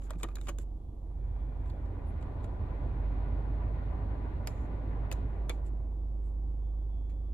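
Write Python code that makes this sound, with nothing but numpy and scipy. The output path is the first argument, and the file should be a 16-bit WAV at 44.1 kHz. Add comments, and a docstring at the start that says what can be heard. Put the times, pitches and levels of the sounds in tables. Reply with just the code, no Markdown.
"""Heater fan in an idling car

A hand turns the fan knob up through its detents, each a small impact on plastic. The motor rasps as the
blower spins up, and turbulent air rushes from the vents. The A/C button is pressed and the idle rises
under the load. The knob clicks back down and the blower coasts to a murmur, leaving a thin motor whine."""
import sys
import numpy as np
from scipy import signal
from scipy.fft import rfft, irfft, next_fast_len
from scipy.io import wavfile

SR = 44100
rng = np.random.default_rng(int(sys.argv[2]) if len(sys.argv) > 2 else 0)


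def waveform_to_disk(signal):
    """Save audio, clipped to [-1, 1], as 16-bit WAV at the path in sys.argv[1]."""
    frames = np.transpose(np.atleast_2d(signal))
    scaled = np.clip(frames, -1, 1) * 32767
    samples = np.round(scaled).astype(np.int16)
    wavfile.write(sys.argv[1], SR, samples)


N = 323253

# switching of the blower: start_s, target_speed (relative; the air's level is set at speed 1)
FAN_STEPS = [(0.98, 1.3), (5.14, 0.95), (5.52, 0.38)]
# spectrum of rushing air: frequency_hz, relative_db
AIR_SPECTRUM = [(30, -26), (50, -7), (70, -4.5), (100, -5.5), (135, -14.5), (180, -22), (280, -20.5),
                (350, -28), (650, -28.5), (1000, -34.5), (1300, -43.5), (2000, -44), (2800, -56.5),
                (4100, -61.5), (5200, -73.5), (7000, -81.5), (9500, -83), (13000, -87), (16000, -105)]
# balance of the blower between the ears: frequency_hz, left_minus_right_db
BLOWER_BALANCE = [(60, -1), (200, -2.5), (380, 1.5), (1300, 1), (1800, 1), (2200, 5), (2550, 7.5),
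                  (3100, 5.5), (3650, 2.5), (4400, 5.5), (5200, 0.5), (8000, -0.5)]
# duct resonances: centre_hz, width_hz, lift_db
DUCT_PEAKS = [(403, 75, 3.5), (555, 53, 1), (802, 51, 4), (1000, 50, 6), (1155, 70, 5.5), (1330, 20, 2.5),
              (1460, 77, 7.5), (1790, 55, -4.5), (1810, 44, 6), (2020, 73, 0), (2510, 49, 5),
              (2680, 70, -3), (2820, 110, 3), (3640, 200, 2.5), (4220, 140, 4), (4260, 130, -2)]

# motor whine: time_s, level_db, pitch_hz
WHINE = [(0, -96, 3360), (0.8, -96.5, 3360), (1.8, -95, 3360), (2.5, -90, 3359), (5.3, -91, 3360),
         (5.7, -99, 3385), (6.0, -88.5, 3450), (6.25, -100, 3370), (6.8, -85, 3400), (7.02, -82, 3370),
         (7.33, -88, 3400)]
# brief motor tone as the fan drops a step: start_s, length_s, level_db, pitch_hz
COAST_SONG = (5, 0.36, -88, 3538)
# rasp of the motor straining to spin the wheel up: time_s, level_db
RASP_LEVEL = [(1.0, -105), (1.2, -75.5), (1.38, -72), (1.55, -75), (1.8, -74), (2.2, -100)]
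# spectrum of the rasp: frequency_hz, relative_db
RASP_SPECTRUM = [(300, -26.5), (700, 2), (1400, -1.5), (2400, -8), (2700, -18), (4300, -18.5),
                 (5500, -35.5), (9000, -61)]
# motor housing resonances: centre_hz, width_hz, lift_db
HOUSING_PEAKS = [(1800, 60, 7), (2370, 170, 11), (3050, 100, 6), (3400, 150, 17.5), (4200, 200, 5)]

# impacts of knob, button and trim:
# start_s, level_db, tilt_db_per_octave, t60_s, mode1_hz, mode2_hz, resonance1_hz, resonance2_hz
CLICKS = [(0.1058, -39, -1.3, 0.027, 1920, 3310, 635, 8150),
          (0.2312, -34.5, -0.2, 0.041, 1240, 3740, 2440, 7600),
          (0.239, -44, -5, 0.066, 1200, 1850, 483, 3050),
          (0.355, -43.5, 2.5, 0.023, 3920, 4160, 6900, 9800),
          (0.413, -47.5, 1.5, 0.016, 2280, 3620, 3900, 8300),
          (0.47, -50, -1, 0.077, 1910, 3520, 1150, 2820), (0.4833, -45, -2, 0.068, 2300, 3120, 1410, 8400),
          (0.4873, -40, 0.5, 0.023, 2260, 3060, 2500, 8500), (.49, -41, -1, 0.068, 1090, 2970, 1540, 6300),
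          (0.5852, -46, 2.5, 0.02, 1540, 3480, 6540, 8100), (.6205, -69, 6, .015, 3500, 7400, 11000, 12300),
          (1.698, -60, -0.5, 0.054, 3530, 4570, 3350, 4600), (1.857, -69, 0, .035, 3998, 5360, 4740, 5600),
          (2.226, -55.5, -5, 0.036, 3260, 4860, 3000, 7800),
          (2.442, -51, -3, 0.04, 1370, 3380, 2230, 10900),
          (4.4726, -33.5, 2.5, 0.014, 2320, 5200, 5050, 11600),
          (4.4762, -43, -1, 0.038, 2190, 4900, 1910, 2640),
          (5.1146, -35, -0.1, 0.027, 1970, 4840, 3080, 2600),
          (5.1248, -40, 1.3, 0.037, 4070, 6040, 8500, 14400),
          (5.495, -30.5, -0.2, 0.013, 2280, 3460, 3400, 10200),
          (5.4995, -42, -4, 0.067, 2240, 3350, 2300, 4440), (7.095, -69, 0.5, 0.17, 1920, 2500, 2250, 4000)]
# faint ticks of knob and button rattling in their play: start_s, level_db
RATTLES = [(0.02, -56.5), (0.068, -67), (0.097, -57), (0.133, -56.5), (0.155, -63), (0.199, -57),
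           (.209, -57), (0.272, -64), (.286, -51), (.313, -63), (.368, -49.5), (.384, -53.5), (1.658, -62),
           (2.212, -64), (2.432, -61), (5.489, -56), (7.108, -72.5)]
# spectrum of a plastic snap: frequency_hz, relative_db
PLASTIC_SPECTRUM = [(150, 1.5), (450, 5), (750, 1.5), (1200, -.5), (2500, -7), (4000, -7), (5600, -14.5),
                    (7800, -15), (12000, -7.5), (14000, -26), (16000, -20.5)]
# resonances of the panel behind the knobs: centre_hz, width_hz, lift_db
PANEL_PEAKS = [(534, 200, 1), (1180, 200, 3.5), (2460, 280, 3.5), (3250, 600, 0), (7100, 1730, 14.5)]
# knocks of the hand on the dashboard: start_s, level_db, driven_hz
BUMPS = [(.107, -40.5, 580), (0.152, -32, 166), (0.236, -33, 320), (.49, -29, 440), (0.588, -38.5, 365)]
# low modes of the hollow dashboard: pitch_hz, t60_s
DASH_MODES = [(166, 0.095), (249, 0.082), (332, 0.075), (405, 0.024), (570, 0.061)]
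# finger strokes on knob and button: start_s, length_s, level_db, squeak_hz
RUBS = [(0, 0.089, -67.5, 7160), (0.047, 0.13, -71, 990), (0.177, 0.067, -64, 7450), (0.256, 0.1, -74, 800),
        (0.38, 0.14, -66.5, 7240), (0.58, 0.063, -64, 7350), (1.645, 0.087, -78, 7500),
        (2.053, 0.064, -79, 10100), (2.198, 0.06, -81, 7600), (2.424, 0.05, -75.5, 7800),
        (4.494, 0.2, -76.5, 6950), (5.644, 0.049, -67.5, 7450), (6.22, 0.094, -79.5, 7800)]
# spectrum of rubbing skin: frequency_hz, relative_db
SKIN_SPECTRUM = [(300, -2), (1200, 7.5), (2500, 4), (3800, -0.5), (5500, -6), (7500, -8.5), (11500, 0),
                 (15000, -26.5)]

# idle, sagging as the blower starts and climbing under the A/C load: time_s, firing_rate_hz
FIRING_RATE = [(0.0, 23.73), (0.5, 23.93), (0.85, 23.17), (1.5, 24.3), (2.6, 23.42), (3.5, 25.38),
               (4.1, 26.04), (5.6, 25.57), (7.33, 25.67)]
# cabin boom at twice the firing rate: time_s, level_db
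BOOM_LEVEL = [(0.0, -38), (0.72, -37), (0.84, -46), (1.25, -35), (2.3, -40.5), (2.75, -38), (3.05, -32),
              (3.9, -34), (4.7, -37), (5.05, -32.5), (5.5, -34.5), (6.7, -33), (7.33, -35)]
# other harmonics of the firing rate: multiple, level_db
ENGINE_ORDERS = [(1, -50), (3, -51), (4, -57.5), (5, -60)]
# engine rumble through the body shell: time_s, level_db
RUMBLE_LEVEL = [(.3, -69), (.5, -49), (1.5, -42), (4.0, -44), (5.5, -47.5), (6.0, -52.5), (7.33, -56)]
# spectrum of the rumble: frequency_hz, relative_db
RUMBLE_SPECTRUM = [(25, -33), (48, -9.5), (70, 1.5), (95, -15.5), (125, -12), (170, -32.5), (400, -59),
                   (1000, -93)]
# engine murmur in the cabin: time_s, level_db
MURMUR_LEVEL = [(0, -55), (1.0, -56), (5.5, -52), (6.3, -54.5), (7.33, -55.5)]
# spectrum of the murmur: frequency_hz, relative_db
MURMUR_SPECTRUM = [(50, -19.5), (130, -1), (200, 1.5), (330, 1), (450, -10), (850, -13.5), (1100, -23),
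                   (1500, -38.5), (3000, -43.5), (7000, -74)]
# cabin resonances: centre_hz, width_hz, lift_db
CABIN_PEAKS = [(505, 78, 5.6), (730, 130, 3.4), (985, 66, 3.2), (1177, 40, 11), (1430, 50, 5.4),
               (2350, 130, 5.4)]
# spectrum of the background hiss: frequency_hz, relative_db
HISS_SPECTRUM = [(1500, -6.5), (3500, 3), (5000, -1.5), (7000, -0.5), (10500, -2.5), (13000, -2),
                 (16000, -23.5)]
# likeness of noise at the two ears: frequency_hz, correlation
EAR_CORRELATION = [(70, .99), (130, .94), (290, .78), (640, .45), (1400, .1), (3100, 0), (7000, -.1),
                   (15000, .1)]

FLOW_DB_PER_DECADE = 47   # growth of air noise and whistle with fan speed


def blower(level_db=-42, brighten=0.093, flutter_db=1.5, surge_db=-0.28):
    """Turbulent duct noise grows as a power of fan speed, most steeply in the treble; each band flutters."""
    flow_db = FLOW_DB_PER_DECADE * np.log10(fan_speed())
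    surging_db = level_db + surge_db * drift(0.68)
    air = reflections(stereo_noise(AIR_SPECTRUM, BLOWER_BALANCE, DUCT_PEAKS))
    out = 0
    for hz, band in octaves(air):
        steepness = 1 + brighten * np.log2(hz / 1800)
        out += band * from_db(surging_db + steepness * flow_db + flutter_db * drift(13))
    return out


def fan_speed(draught_speed=0.33, spin_up_s=0.63, coast_s=0.27):
    """First-order lag: the wheel nears each new speed exponentially, rising more slowly than it falls."""
    t = np.arange(N) / SR
    speed = np.full(N, draught_speed)   # air drifts through the vents before the blower starts
    for start_s, target in FAN_STEPS:
        start = int(start_s * SR)
        lag_s = spin_up_s if target > speed[start] else coast_s
        speed[start:] = target + (speed[start] - target) * np.exp(-(t[start:] - start_s) / lag_s)
    return speed


def motor(flicker_db=3.0, fade_s=0.1):
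    """Tonal and broadband machine noise: a thin whine, a brief tone on slowing, a rasp under load."""
    t, rows = np.arange(N) / SR, np.array(WHINE)
    whine_hz = in_time(rows[:, [0, 2]]) + pitch_waver()
    whine_db = in_time(rows[:, :2]) + flicker_db * drift(7.2)
    start_s, length_s, song_db, song_hz = COAST_SONG
    song_fade = np.clip(np.minimum(t - start_s, start_s + length_s - t) / fade_s, 0, 1)
    song = song_fade * tone(song_hz + pitch_waver(), song_db)
    rasp = from_db(in_time(RASP_LEVEL)) * stereo_noise(RASP_SPECTRUM, BLOWER_BALANCE, HOUSING_PEAKS)
    return tone(whine_hz, whine_db) + song + rasp


def wheel_whistle(base_hz=3720, rise_hz=426, level_db=-101):
    """A faint flow tone: its pitch rises linearly with wheel speed, its amplitude by a power law."""
    speed = fan_speed()
    pitch_hz = base_hz + rise_hz * speed + pitch_waver()
    return tone(pitch_hz, level_db + FLOW_DB_PER_DECADE * np.log10(speed))


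def clicks(rise_s=0.00067, snap_s=0.0008, ear_lag_s=0.00006, treble_t60_share=0.68,
           ring_t60_s=0.058, tail_t60_s=0.22, contact_q=8.8, contact_lift_db=8.5, size=16384):
    """Impact excitation: a detent slips and snaps, the knob's modes ring and the cabin reverberates."""
    out, hz = np.zeros((2, N)), bin_hz(size)
    lead_s = 0.015   # room for the slip ahead of the snap
    clock = np.arange(size) / SR - lead_s
    t = np.maximum(clock, 0)
    attack = (1 - np.exp(-t / rise_s)) * (1 + 0.85 * np.exp(-t / snap_s))   # the first instant stands out
    slip = from_db(-27) * np.exp(-np.abs(clock) / 0.004)   # the spring slides over the ridge
    ring_fade = attack * from_db(-26.5) * decay(t, ring_t60_s)
    tail_fade = attack * from_db(-22) * decay(t, tail_t60_s)
    plastic_db = at_hz(PLASTIC_SPECTRUM, hz) + resonances(PANEL_PEAKS, hz)
    plastic_db -= 10 * np.log10(np.mean(from_db(plastic_db) ** 2))   # unit power gain
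    upholstery = signal.butter(1, 7000, fs=SR, output="sos")
    crossover = signal.butter(1, 2800, fs=SR, output="sos")
    for start_s, db, tilt_db, t60_s, *contact_hz in CLICKS + rattle():
        direct = rng.standard_normal(size)
        scatter, wash = rng.standard_normal((2, 2, size))
        # the crack reaches the left ear first; nearby surfaces scatter it differently to each
        delayed = np.interp(clock - ear_lag_s, clock, direct)
        burst = np.array([direct, delayed]) + 0.74 * scatter
        body = signal.sosfilt(crossover, burst)
        treble = (burst - body) * decay(t, t60_s * treble_t60_share)   # plastic damps its treble sooner
        crack = attack * (body * decay(t, t60_s) + treble) + burst * slip
        ring = ring_fade * sum(np.sin(2 * np.pi * (f * t + rng.random((2, 1)))) for f in contact_hz[:2])
        # a harder contact is brighter; each has its own damped resonances
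        colour_db = plastic_db + tilt_db * np.log2(np.maximum(hz, 900) / 2800)
        contact_db = resonances([(f, f / contact_q, contact_lift_db) for f in contact_hz], hz)
        snap = causal_colour(crack + ring, colour_db + contact_db)
        tail = causal_colour(signal.sosfilt(upholstery, wash) * tail_fade, colour_db)
        add(out, max(start_s - lead_s, 0), from_db(db) * (snap + tail))
    return out


def rattle(tilt_db_per_octave=-3, t60_s=0.03, contact_hz=(1200, 2430, 1600, 3630)):
    """Mechanical play lets knob and button make light, dull impacts, given as rows like CLICKS."""
    return [(start_s, db, tilt_db_per_octave, t60_s, *contact_hz) for start_s, db in RATTLES]


def dashboard_bumps(rise_s=0.0034, falloff_db_per_octave=16):
    """Modal response: a soft knock rings the dashboard most in the modes near its driving frequency."""
    out, t = np.zeros((2, N)), np.arange(SR // 2) / SR
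    attack = 1 - np.exp(-t / rise_s)
    for start_s, db, driven_hz in BUMPS:
        for hz, t60_s in DASH_MODES:
            mode_db = db - falloff_db_per_octave * abs(np.log2(hz / driven_hz))
            add(out, start_s, from_db(mode_db) * attack * decay(t, t60_s) * np.sin(2 * np.pi * hz * t))
    return out


def finger_rubs(grain_db=2.0, squeak_width_hz=1600, squeak_lift_db=19.5, size=16384):
    """Sliding friction: skin drags over ribbed plastic in grainy strokes, each with a faint squeak."""
    out, t, hz = np.zeros((2, N)), np.arange(size) / SR, bin_hz(size)
    for start_s, length_s, db, squeak_hz in RUBS:
        stroke = np.sin(np.pi * np.clip(t / length_s, 0, 1)) * rng.standard_normal((2, size))
        squeak_db = resonances([(squeak_hz, squeak_width_hz, squeak_lift_db)], hz)
        add(out, start_s, from_db(db) * causal_colour(stroke, at_hz(SKIN_SPECTRUM, hz) + squeak_db))
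    return out * from_db(grain_db * drift(120))


def engine(waver=0.034, boom_waver=0.007, throb=0.17, lean_db=1.37):
    """Periodic firing gives a harmonic series whose second order booms, over rumble and throbbing noise."""
    phase = 2 * np.pi * np.cumsum(in_time(FIRING_RATE)) / SR
    hum = from_db(in_time(BOOM_LEVEL)) * np.sin(2 * phase) * (1 + boom_waver * drift(4.2))
    for multiple, db in ENGINE_ORDERS:
        harmonic = np.sin(multiple * phase + rng.uniform(0, 2 * np.pi))
        hum += from_db(db) * harmonic * (1 + waver * drift(51))
    rumble = from_db(in_time(RUMBLE_LEVEL)) * stereo_noise(RUMBLE_SPECTRUM)
    cabin_noise = reflections(stereo_noise(MURMUR_SPECTRUM, peaks=CABIN_PEAKS))
    murmur = from_db(in_time(MURMUR_LEVEL)) * cabin_noise * (1 + throb * np.sin(phase))
    lean_right = from_db([[-lean_db], [lean_db]])
    return (np.sqrt(2) * hum + rumble) * lean_right + murmur


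def reflections(x, echo_db=-22, shortest_s=0.002024, longest_s=0.022, above_hz=450, count=8):
    """Comb filtering: early echoes from windscreen, dash and doors ripple the spectrum at each ear."""
    bright = signal.sosfilt(signal.butter(2, above_hz, "high", fs=SR, output="sos"), x)
    out = x.copy()
    for ear in range(2):
        for lag in (rng.uniform(shortest_s, longest_s, count) * SR).astype(int):
            out[ear, lag:] += from_db(echo_db) * rng.choice([-1, 1]) * bright[ear, :-lag]
    return out


def hiss(level_db=-83.5):
    """A noise floor: faint, steady and broadband."""
    return from_db(level_db) * stereo_noise(HISS_SPECTRUM)


def stereo_noise(spectrum, balance=None, peaks=()):
    """Partial coherence: coloured noise of unit rms, alike at both ears in the bass only."""
    size = next_fast_len(N)
    hz, ears = bin_hz(size), np.array([[1], [-1]])
    mid, side = rfft(rng.standard_normal((2, size)))
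    correlation = at_hz(EAR_CORRELATION, hz)
    pair = np.sqrt(1 + correlation) * mid + np.sqrt(1 - correlation) * side * ears
    lean_db = ears * at_hz(balance, hz) / 2 if balance else 0
    colour_db = at_hz(spectrum, hz) + lean_db + resonances(peaks, hz)
    return unit_rms(irfft(pair * from_db(colour_db), size)[:, :N])


def tone(hz, db, ear_shift_rad=1.9):
    """Phase is the integral of frequency; this sinusoid is out of step at the two ears."""
    phase = 2 * np.pi * np.cumsum(hz) / SR
    return np.sqrt(2) * from_db(db) * np.sin(phase + np.array([[0], [ear_shift_rad]]))


def pitch_waver(spread_hz=13, rate_hz=45):
    """Random frequency modulation, in Hz, that broadens a tone."""
    return spread_hz * drift(rate_hz)


def drift(rate_hz, hop=40, settle=2000):
    """Low-pass filtered noise: a random wander of unit rms."""
    pole = np.exp(-2 * np.pi * rate_hz * hop / SR)
    noise = rng.standard_normal(N // hop + settle + 2)
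    slow = signal.lfilter([1], [1, -2 * pole, pole * pole], noise)[settle:]
    return np.interp(np.arange(N) / hop, np.arange(len(slow)), unit_rms(slow))


def octaves(x):
    """Complementary octave bands that sum to the whole: yields centre_hz, band."""
    size = next_fast_len(N)
    centres, spectrum = np.geomspace(62.5, 8000, 8), rfft(x, size)
    for centre, weights in zip(centres, np.eye(len(centres))):
        gain = at_hz(list(zip(centres, weights)), bin_hz(size))
        yield centre, irfft(spectrum * gain, size)[:, :N]


def causal_colour(x, gain_db):
    """Minimum-phase filtering, so that no response precedes its excitation."""
    size = x.shape[-1]
    cepstrum = irfft(np.log(from_db(gain_db)))
    cepstrum[1:size // 2] *= 2
    cepstrum[size // 2 + 1:] = 0
    return irfft(rfft(x) * np.exp(rfft(cepstrum)))


def resonances(peaks, hz):
    """Lift in dB from a sum of Lorentzian peaks."""
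    return sum(db / (1 + (2 * (hz - centre) / width) ** 2) for centre, width, db in peaks)


def decay(t, t60_s):
    """Exponential damping, 60 dB in t60_s."""
    return from_db(-60 * t / t60_s)


def from_db(db):
    """Decibels to amplitude ratio."""
    return 10 ** (np.asarray(db) / 20)


def unit_rms(x):
    """Normalisation to unit power."""
    return x / np.sqrt(np.mean(x ** 2) + 1e-20)


def in_time(rows):
    """Linear interpolation in time, one value a sample."""
    return np.interp(np.arange(N) / SR, *np.transpose(rows))


def at_hz(points, hz):
    """Interpolation on a log-frequency axis."""
    freqs, values = np.transpose(points)
    return np.interp(np.log(np.maximum(hz, 1)), np.log(freqs), values)


def bin_hz(size):
    """Frequencies of a real Fourier transform."""
    return np.arange(size // 2 + 1) * SR / size


def add(out, start_s, sound):
    """Superpose a sound from a given time."""
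    start = int(start_s * SR)
    out[:, start:start + sound.shape[-1]] += sound[..., :N - start]


def scene():
    """Superposition of hand, engine and fan over a faint hiss."""
    hand = clicks() + dashboard_bumps() + finger_rubs()
    return hand + engine() + blower() + motor() + wheel_whistle() + hiss()


def record(dry):
    """Band limiting: an elliptic low-pass cuts steeply above 16 kHz."""
    return signal.sosfilt(signal.ellip(10, 0.2, 80, 16000, fs=SR, output="sos"), dry)


dry = scene()
out = record(dry)
waveform_to_disk(out)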